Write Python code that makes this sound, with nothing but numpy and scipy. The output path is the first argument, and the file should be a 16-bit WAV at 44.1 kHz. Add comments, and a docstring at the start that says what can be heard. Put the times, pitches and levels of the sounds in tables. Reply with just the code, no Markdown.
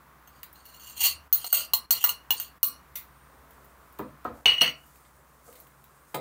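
"""A china saucer, held in the hand, is scraped and tapped by a steel spoon: clicks and grains excite damped modes.
Set down on the table it rocks, driving the same modes in another balance; thuds ring the table's modes.
Light ticks of spoon, glove and lid are noise bursts, and the rustle of gloved hands is banded random grains.
A small kitchen adds reflections; a throbbing low drone, a hum, room noise and a thin whine lie underneath.
A look-ahead limiter holds the peaks."""
import sys
import numpy as np
from scipy import signal
from scipy.fft import rfft, irfft, next_fast_len
from scipy.io import wavfile
from scipy.ndimage import uniform_filter1d, minimum_filter1d

SR = 44100
rng = np.random.default_rng(int(sys.argv[2]) if len(sys.argv) > 2 else 0)


def volts(x):
    """Linear amplitude factor 10**(x/20) for a level x in dB, scalar or array-like."""
    e = np.asarray(x, float) / 20
    return 10 ** e


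def file_out(sig):
    """Save sig as 16-bit WAV at sys.argv[1]."""
    # one column per channel
    cols = np.atleast_2d(sig).T
    # limit, then scale
    lim = np.clip(cols, -1, 1)
    pcm = np.round(lim * 32767).astype(np.int16)
    wavfile.write(sys.argv[1], SR, pcm)


N = 273596


def saucer():
    """Modal superposition: blows and drags drive the same modes, weighted by where and how the glaze is met."""
    # saucer modes: f/Hz, relative level/dB when struck in the hand, when rubbed, when set down, t60/s
    modes = np.array([(743, -1, 5.5, -13.5, 0.031), (1118, 4.5, 8.5, -8.5, 0.02), (1414, 1, 1, -6, 0.026),
                      (1998, -1.5, 2.5, 1, 0.013), (2030, -20, -8, -15.5, 0.16),
                      (2190, -27, -21, -4.5, 0.02), (2672, -9, -9, -7.5, 0.045), (2885, 3.5, 1.5, 0, 0.069),
                      (2953, -21.5, -13.5, -0.5, 0.073), (3170, -6, -0.5, -11, 0.032),
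                      (4237, -0.5, 7, -12, 0.035), (4342, -16, -9, -20, 0.12),
                      (4600, -32, -21.5, -28, 0.19), (5700, -5.5, -6, 7, 0.05), (6357, 2.5, -1, 8, 0.032),
                      (6800, -5, 1.5, -19, 0.017), (7320, -13, -9.5, -24.5, 0.083),
                      (8252, -2.5, -26, 3, 0.06), (8576, -30, -3.5, -16.5, 0.049),
                      (9380, -54, -10.5, -4, 0.031), (10400, -32, -5.5, -25, 0.034),
                      (10300, -8, -14.5, -27, .05), (11170, -4, -6, -13.5, 0.0782), (11880, 2, -14, 1, .06),
                      (13800, -41, -6, -12, 0.045), (13530, -16.5, -3.5, -19, 0.047),
                      (14080, 3, -12.5, -13.5, 0.037), (13550, 6.5, 1, -36, 0.022),
                      (14200, -16, -1, -23.5, 0.034), (14370, 23, -15, -23, 0.034),
                      (14900, 20.5, -1, -16.5, 0.033), (15530, -5, -9.5, -2.5, 0.04)])
    # edges of the five families of modes: f/Hz
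    family_edges_hz = [500, 2400, 3700, 5000, 10000, 16500]
    # blows: t/s, level/dB, brightness/dB, spot/dB, weight/dB
    blows = np.array([(0.2744, -59.5, 8, -3.5, 11), (0.6551, -59, 17, -1, -5), (1.3268, -26, 20, 5, -5),
                      (1.3567, -48, 8, 2, 11), (1.4435, -41, 7, 6, 3), (1.474, -54, 9, 11, 3),
                      (1.527, -25, 15, 1.5, 2.5), (1.6054, -42, 6, 1.5, -3), (1.735, -27, 14.5, -2.5, -1.5),
                      (1.9073, -16.5, 10, 1.5, -4.5), (2.0399, -24.5, 20.5, -1.5, 12),
                      (2.0434, -27.5, 11.5, -2, 4.5), (2.0916, -41.5, 18, -2.5, 5),
                      (2.3059, -25.5, 10, -4, -1), (2.399, -45.5, 12, -6, 7), (2.6302, -15.5, 13, -1, -2.5),
                      (4.4569, -8.5, -3, -1.5, 5), (4.6087, -22, 3.5, -4, -5.5), (4.6164, -13, 5, 2.5, -11)])
    # level/dB of each family, lowest first: struck in the hand, rubbed, set on the table, rocking there
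    struck_db = [-3, -1, 1, -1.5, 0]
    rubbed_db = [-15.5, -4, -5.5, -1, 1.5]
    set_db = [-9, 0, -11.5, -14, -20]
    rocked_db = [-14, -2, -22, -23.5, -27]
    # share of a contact's brightness that each family gets
    edge_share = [0, 0.0, 0.0, 0.27, 1]
    # share of the spot: nearer the rim the third family gains and the second loses
    spot_share = [0.31, -1, 1, -0.023, -0.093]
    # share of the weight: a heavy blow bends the whole saucer
    weight_share = [1, 0, 0, 0.092, 0]
    set_down_s, crack_db, clatter_db = 4.0, 9.5, -2.5
    # modes waver unevenly in level, sharing three random wanders, in the hand and on the table
    waver_db, waver_per_s = 3.5, 39.8

    hit, age = since(blows[:, 0])
    # first contact, then micro-bounces that die away
    bounces = 0.27 * grains(2800, 3.83) * volts(-60 * age / 0.0084)
    contact = 1.0 * (age == 0) + bounces
    clatter = grains(9300, 3.4) * volts(-60 * age / 0.087)   # the many weak modes between the strong ones
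    spot = volts(rng.normal(0, 2, (len(blows), len(modes))))   # every blow lands on another spot
    family = np.searchsorted(family_edges_hz, modes[:, 0]) - 1
    resting = np.arange(N) > set_down_s * SR
    blow_resting = blows[:, 0] > set_down_s
    rough = np.where(resting, volts(-2), 1)   # the contact noise is weaker after set-down
    grit = grains(2500, 5)
    waver = [volts(waver_db * drift(waver_per_s)) for wander in range(3)]
    pressure, spot_db, progress = drags()
    out = np.zeros(N)
    for f in range(len(struck_db)):
        own = np.flatnonzero(family == f)
        levels_db = modes[own, 1:4]
        share = volts(levels_db) / np.sqrt(np.sum(volts(2 * levels_db), axis=0))   # unit power per family
        stored = np.mean(modes[own, 4]) * SR / (4 * np.log(1000))   # power gain for a steady rub
        drag_db = np.where(resting, rocked_db[f], rubbed_db[f]) + spot_share[f] * spot_db
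        drag = grit * pressure * volts(drag_db)
        blow_db = blows[:, 1] + np.where(blow_resting, set_db[f], struck_db[f])
        blow_db = blow_db + edge_share[f] * blows[:, 2] + spot_share[f] * blows[:, 3]
        blow = volts(blow_db + weight_share[f] * blows[:, 4])[hit]
        dragged = drag * ~resting / np.sqrt(stored)
        rocked = drag * resting / np.sqrt(stored)
        for k, (struck, rubbed, set_down) in zip(own, share):
            blow_share = spot[:, k] * np.where(blow_resting, set_down, struck)
            force = blow * contact * blow_share[hit]
            force += rubbed * dragged + set_down * rocked
            out += (-1) ** k * waver[k % len(waver)] * ring(force, modes[k, 0], modes[k, 4])
        # the contact itself: a crack and a hiss that fill the gaps between the modes
        fill = blow * (volts(crack_db) * contact + volts(clatter_db) * clatter) + volts(-8.5) * drag
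        out += band(rough * fill, *family_edges_hz[f:f + 2])
    return out + flexing_spoon(grit * pressure * ~resting, spot_db, progress)


def drags():
    """Stick-slip friction: uneven pressure gain, with spot and progress of all drags, silent between them."""
    # the spoon edge in the long scrape: t/s, level/dB, spot/dB
    scrape = np.array([(.54, -78, 6), (.554, -63.5, 6.5), (.64, -73.5, -3), (.658, -59.5, 3),
                       (.702, -65.5, 1), (.886, -52.5, 0), (.934, -58, -1.5), (.998, -42, -.5),
                       (1.014, -31.5, -.5), (1.062, -23.5, 1.5), (1.088, -35.5, 0.5), (1.13, -50.5, -1.5)])
    # short drags, and the foot rocking after set-down: t/s, length/s, level/dB at start, at end, spot/dB
    strokes = [(0.284, 0.11, -83, -69, 3.5), (1.349, .085, -48.5, -55, -1), (1.439, 0.1, -50, -39.5, 0),
               (1.541, 0.11, -26, -51, -1.5), (1.933, 0.098, -54, -40.5, -6.5),
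               (2.061, 0.065, -39.5, -52.5, -1.5), (2.325, .07, -53.5, -50.5, 4.5),
               (2.397, 0.085, -43, -58.5, -1.5), (4.464, 0.19, -18, -40.5, 1.5),
               (4.62, 0.079, -16.5, -28.5, 3)]
    slip_db, slips_per_s, spot_wander_db = 1, 28, 1
    t = np.arange(N) / SR
    scraping = (t >= scrape[0, 0]) & (t < scrape[-1, 0])
    gain = volts(curve(scrape[:, :2])) * scraping
    spot_db = spot_wander_db * drift(8.0) + curve(scrape[:, ::2]) * scraping
    progress = np.zeros(N)
    for s, length, start_db, end_db, at_db in strokes:
        at = (t >= s) & (t < s + length)
        progress[at] = (t[at] - s) / length
        gain[at] = volts(start_db + (end_db - start_db) * progress[at])
        spot_db[at] += at_db
    slip = volts(slip_db * np.clip(drift(slips_per_s), -2, 2))
    return gain * slip, spot_db, progress


def flexing_spoon(steel, spot_db, progress):
    """Stress stiffening: the pressed spoon bowl tightens through each short drag, so its resonances rise."""
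    bowl_hz, wander_hz, rise_hz = 4319, 91, 350
    pitch_hz = bowl_hz + rise_hz * progress + wander_hz * drift(15.0)
    upper = sliding_resonance(volts(-2.5 + spot_db) * steel, pitch_hz, width_hz=89)
    # a lower bowl mode slides along with it
    return upper + sliding_resonance(volts(-6 - spot_db) * steel, .64 * pitch_hz, width_hz=40)


def sliding_resonance(force, hz, width_hz):
    """Heterodyne resonator of moving pitch: shift down, smooth, shift back."""
    turn = np.exp(2j * np.pi * np.cumsum(hz) / SR)
    r = np.exp(-np.pi * width_hz / SR)
    smooth = signal.lfilter([np.sqrt(2 * (1 - r * r))], [1, -r], force / turn)
    return np.real(smooth * turn)


def ticks():
    """Impulsive excitation: a click and a short dying rattle in three bands; one tap also rings the spoon."""
    # light ticks of spoon, glove and lid: t/s, level/dB, loss towards the low band/dB, t60/s
    rows = np.array([(0.431, -25.5, 7.5, 0.028), (.529, -34.5, 23, .025), (2.955, -25, 9.5, 0.18),
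                     (3.507, -44, 8, 0.049), (3.646, -48, 13, 0.073), (3.925, -46, 18, 0.036),
                     (3.988, -34, 7.5, 0.044), (4.245, -43, 3, 0.056), (4.862, -49, 20, 0.039),
                     (4.958, -45.5, 2, 0.034), (5.05, -59.5, -8, 0.057), (5.527, -44, 4, 0.037),
                     (5.554, -44, 1, 0.075), (5.601, -38, 14.5, 0.037), (5.668, -46, 4.7, 0.042),
                     (5.841, -44, 6, 0.031), (6.145, -23, -2, 0.037)])
    # spoon modes: f/Hz, relative level/dB, t60/s
    spoon_modes = [(2053, -14, 0.047), (3870, -3, 0.032), (5820, -2.5, 0.036), (12620, 3, 0.065),
                   (14800, -7, 0.037)]
    tap_s, tap_db = 2.957, -53   # the spoon meets the bowl's rim and rings
    hit, age = since(rows[:, 0])
    level_db, loss_db = rows[:, 1], rows[:, 2]
    rattle = volts(-60 * age / np.maximum(rows[hit, 3], .002)) * grains(5500, 2.7)
    burst = volts(5) * (age == 0) + rattle
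    out = band(volts(level_db)[hit] * burst, 12000, 18600)
    out += band(volts(level_db - 3 - .7 * loss_db)[hit] * burst, 5500, 10000)
    out += band(volts(level_db - loss_db)[hit] * burst, 1800, 5000)
    tap = volts(tap_db) * (since([tap_s])[1] < .003) * grains(5980, 4.1)
    return out + sum(volts(db) * ring(tap, hz, t60) for hz, db, t60 in spoon_modes)


def table():
    """Modal damping: a dull or sharp contact knocks the table's modes; many weak ones merge to a dying rush."""
    # table top modes: f/Hz, relative level/dB, t60/s
    table_modes = [(132.8, -12.5, 0.1174), (230.6, -12, 0.085), (316.8, -10, 0.1), (389, -4.5, 0.091),
                   (503, -1.5, 0.1), (557, 0.5, .04), (706, 3.5, 0.072), (750, 0.5, .04), (961, 6.5, .03),
                   (1280, 12, 0.0297), (1480, -2, .03), (1570, -7, 0.067)]
    # thuds: t/s, level/dB, contact sharpness f/Hz, weight/dB
    thuds = np.array([(3.993, -24.5, 624, 5.5), (4.25, -22, 1280, 3), (4.456, -44, 1300, 3),
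                      (4.615, -25.5, 898, 1), (5.184, -49, 500, -12), (5.48, -41.5, 500, -10),
                      (6.143, -18.5, 644, -5)])
    hit, age = since(thuds[:, 0])
    level_db, sharp_hz, weight_db = thuds[:, 1], thuds[:, 2], thuds[:, 3]
    bounces = 0.21 * grains(1000, 2.77) * volts(-60 * age / 0.063)
    contact = 1.0 * (age == 0) + bounces
    rush = rng.standard_normal(N) * volts(-60 * age / 0.18)
    spot_db = rng.normal(0, 2, (len(thuds), len(table_modes)))   # each thud weights the modes anew
    knock = volts(level_db)[hit] * (volts(15.5) * contact + volts(1.5) * rush)
    out = band(knock * volts(weight_db)[hit], 130, 290) + band(knock, 270, 830)
    out += band(knock * volts(-9) * (sharp_hz[hit] / 1000) ** 0.91, 900, 1400)
    for k, (hz, db, t60) in enumerate(table_modes):
        mode_db = level_db - 17 + db + spot_db[:, k] + weight_db * (hz < 330)
        level = volts(mode_db) / np.hypot(1, (hz / sharp_hz) ** 2)   # a soft contact drives high modes weakly
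        out += (-1) ** k * ring(contact * level[hit], hz, t60)
    return out


def rustle():
    """Granular friction noise: dense bright glove crinkle and a duller rub; each move fades and is patchy."""
    # hands and lid moving: t/s, length/s, crinkle level/dB, low rub level/dB
    moves = [(2.854, .08, -86, -82), (3.283, .19, -78, -64.5), (3.482, 0.232, -71, -65),
             (3.717, 0.282, -75, -69.5), (4.339, .11, -66, -59.5), (4.764, 0.21, -66.5, -81),
             (4.953, 0.53, -70, -73), (5.454, 0.19, -63.5, -65.5), (5.637, 0.43, -70, -71.5),
             (6.073, 0.075, -65, -77)]
    fade_s, patchy_db = 0.025, 1.5
    t, crinkle, rub = np.arange(N) / SR, 0, 0
    for s, length, crinkle_db, rub_db in moves:
        move = np.clip(np.minimum(t - s, s + length - t) / fade_s + .5, 0, 1)
        crinkle = crinkle + volts(crinkle_db) * move
        rub = rub + volts(rub_db) * move
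    bright = rms_one(band(grains(4430, 2.4), 5500, 16500))
    dull = rms_one(band(grains(800, 3.0), 300, 860))
    crinkle = crinkle * volts(patchy_db * drift(16.0)) * bright
    return crinkle + rub * volts(patchy_db * drift(18.2)) * dull


def kitchen(x):
    """Diffuse reverberation dying band by band: three random echo patterns crossfade in a steady cycle."""
    # reverberation of the kitchen: f/Hz, t60/s
    kitchen_t60 = [(200, 0.38), (1000, 0.26), (4000, 0.2), (15000, 0.13)]
    t, size, out = np.arange(SR // 2) / SR, next_fast_len(N + SR), 0
    for pattern in range(3):   # several patterns, so that no mode is always favoured
        white = rng.standard_normal(len(t))
        tail = 0
        for hz in 125 * 2. ** np.arange(8):   # octave bands
            octave = band(white, hz / np.sqrt(2), min(hz * np.sqrt(2), .45 * SR))
            tail = tail + octave * volts(-60 * t / at_hz(kitchen_t60, hz))
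        tail *= np.clip((t - .002) / 0.0019, 0, 1)   # no echo in the first 2 ms
        tail /= np.sqrt(np.sum(tail ** 2))
        # the three squared weights always sum to one
        turn = np.sqrt(2 / 3) * np.cos(np.pi * (np.arange(N) / SR / .5 + pattern / 3))
        out = out + rfft(x * turn, size) * rfft(tail, size)
    return irfft(out, size)[:N]


def drone():
    """Amplitude and frequency modulation: a low tone throbs unevenly and now and then swells and rises."""
    # slow course of the drone: t/s, level/dB
    drone_db = [(0, -66), (2.5, -63.5), (4.4, -63), (6.3, -70.5)]
    # swells: t/s at the top, half length/s, level rise/dB, pitch rise f/Hz
    swells = [(1.17, 0.28, 8, 12.4), (2.68, 0.093, 3, 5.6), (4.04, 0.11, 3, 6.5), (4.32, .13, 7, .5),
              (4.664, 0.11, 4, 9)]
    t = np.arange(N) / SR
    hz, db = 62, curve(drone_db)
    for s, half, swell_db, rise_hz in swells:
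        swell = np.clip(1 - np.abs(t - s) / half, 0, 1)
        hz = hz + rise_hz * swell
        db = db + swell_db * swell
    throb = rms_one(band(rng.standard_normal(N), 5.4, 22.0))
    tone = np.sin(2 * np.pi * np.cumsum(hz + 2.5 * throb) / SR)
    return np.sqrt(2) * volts(db + 2.5 * throb) * tone


def background():
    """Spectral shaping of noise: coloured room noise, plus hum and whine as narrow resonances that waver."""
    # colour of the room noise: f/Hz, relative density level/dB
    room_noise = [(30, -25), (80, -4), (100, -18.5), (139, -3.5), (185, -5), (355, -9.5), (613, -9.5),
                  (832, -8.5), (1080, -1.5), (1600, -8), (2820, -20.5), (4870, -25.5), (9360, -26.5),
                  (14800, -20), (16500, -20)]
    # course of the room noise: t/s, rms level/dB
    room_noise_db = [(0, -57), (4.4, -56.5), (5.1, -60), (6.3, -59.5)]
    # hum and whine: f/Hz, width/Hz, rms level/dB, full from t/s
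    hum = [(137, 14, -70, 0), (8750, 4, -78, 3)]
    hz = np.arange(N // 2 + 1) * SR / N
    out = volts(curve(room_noise_db)) * shaped_noise(volts(at_hz(room_noise, hz)))
    for centre_hz, width_hz, db, start in hum:
        peak = 1 / (1 + (2 * (hz - centre_hz) / width_hz) ** 2)
        fade_in = np.clip(np.arange(N) / SR - start + 1, 0, 1) ** 2
        out += volts(db) * fade_in * shaped_noise(peak)
    return out


def shaped_noise(gain):
    """Linear filtering in the frequency domain: white noise of the given spectrum, unit rms."""
    return rms_one(irfft(rfft(rng.standard_normal(N)) * gain, N))


def ring(force, hz, t60):
    """Damped harmonic oscillator: a unit click sets a decaying sine of initial height 1 ringing."""
    r = volts(-60 / (max(t60, .005) * SR))
    w = 2 * np.pi * hz / SR
    return signal.lfilter([0, np.sin(w)], [1, -2 * r * np.cos(w), r * r], force + 1e-18)


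def grains(per_s, spread_db):
    """Poisson-like impulse train: random clicks of uneven size and sign; rms 1."""
    sizes = volts(spread_db * np.minimum(rng.exponential(1, N), 4)) * rng.choice([-1, 1], N)
    return rms_one(sizes * (rng.random(N) < per_s / SR))


def drift(per_s):
    """Low-passed noise: a slow random wander of rms 1."""
    r = np.exp(-2 * np.pi * per_s / SR)
    return rms_one(signal.lfilter([1], [1, -2 * r, r * r], rng.standard_normal(N + SR))[SR:])


def band(x, low_hz, high_hz):
    """Band-pass filtering."""
    return signal.sosfilt(signal.butter(2, [low_hz, high_hz], "band", fs=SR, output="sos"), x + 1e-18)


def rms_one(x):
    """Power normalisation to unit rms."""
    return x / np.sqrt(np.mean(x ** 2) + 1e-20)


def at_hz(points, hz):
    """Interpolation of (f/Hz, value) on a log-frequency axis."""
    points_hz, values = np.transpose(points)
    return np.interp(np.log(hz + 1), np.log(points_hz), values)


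def curve(rows):
    """Linear interpolation of (t/s, value) at every sample."""
    return np.interp(np.arange(N) / SR, *np.transpose(rows))


def since(times):
    """Event timing: for every sample the latest event's index and its age in s (99 before the first)."""
    start = np.round(np.asarray(times) * SR).astype(int)
    latest = np.searchsorted(start, np.arange(N), "right") - 1
    age = np.where(latest < 0, 99, (np.arange(N) - start[latest]) / SR)
    return np.maximum(latest, 0), age


def scene():
    """Superposition: all near sources share the room; noise and drone are added to them."""
    near = saucer() + ticks() + table() + rustle()
    return (near + volts(-2.5) * kitchen(near) + background() + drone())[None]


def limiter(x, ceiling_db, ahead_s, release_db_per_s):
    """Look-ahead gain control: gain drops shortly before a peak above the ceiling and climbs back after it."""
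    need_db = np.minimum(0, ceiling_db - 20 * np.log10(np.abs(x) + 1e-9))
    ahead = int(ahead_s * SR)
    held = minimum_filter1d(need_db, ahead, origin=-(ahead // 2))
    climb = release_db_per_s * np.arange(N) / SR
    gain_db = np.minimum.accumulate(held - climb) + climb
    return x * volts(uniform_filter1d(np.minimum(gain_db, 0), size=200))


def roll_off(x):
    """The treble ends steeply here."""
    return signal.sosfilt(signal.butter(12, 16830, fs=SR, output="sos"), x)


def record(dry):
    """Peak limiting, then a steep low-pass that removes the extreme treble."""
    limited = limiter(dry[0], ceiling_db=-5.5, ahead_s=.046, release_db_per_s=114.5)
    top_cut = signal.cheby2(14, 40, 16050, fs=SR, output="sos")
    mix = signal.sosfilt(top_cut, limited)[None]
    return roll_off(mix)


dry = scene()
out = record(dry)
file_out(out)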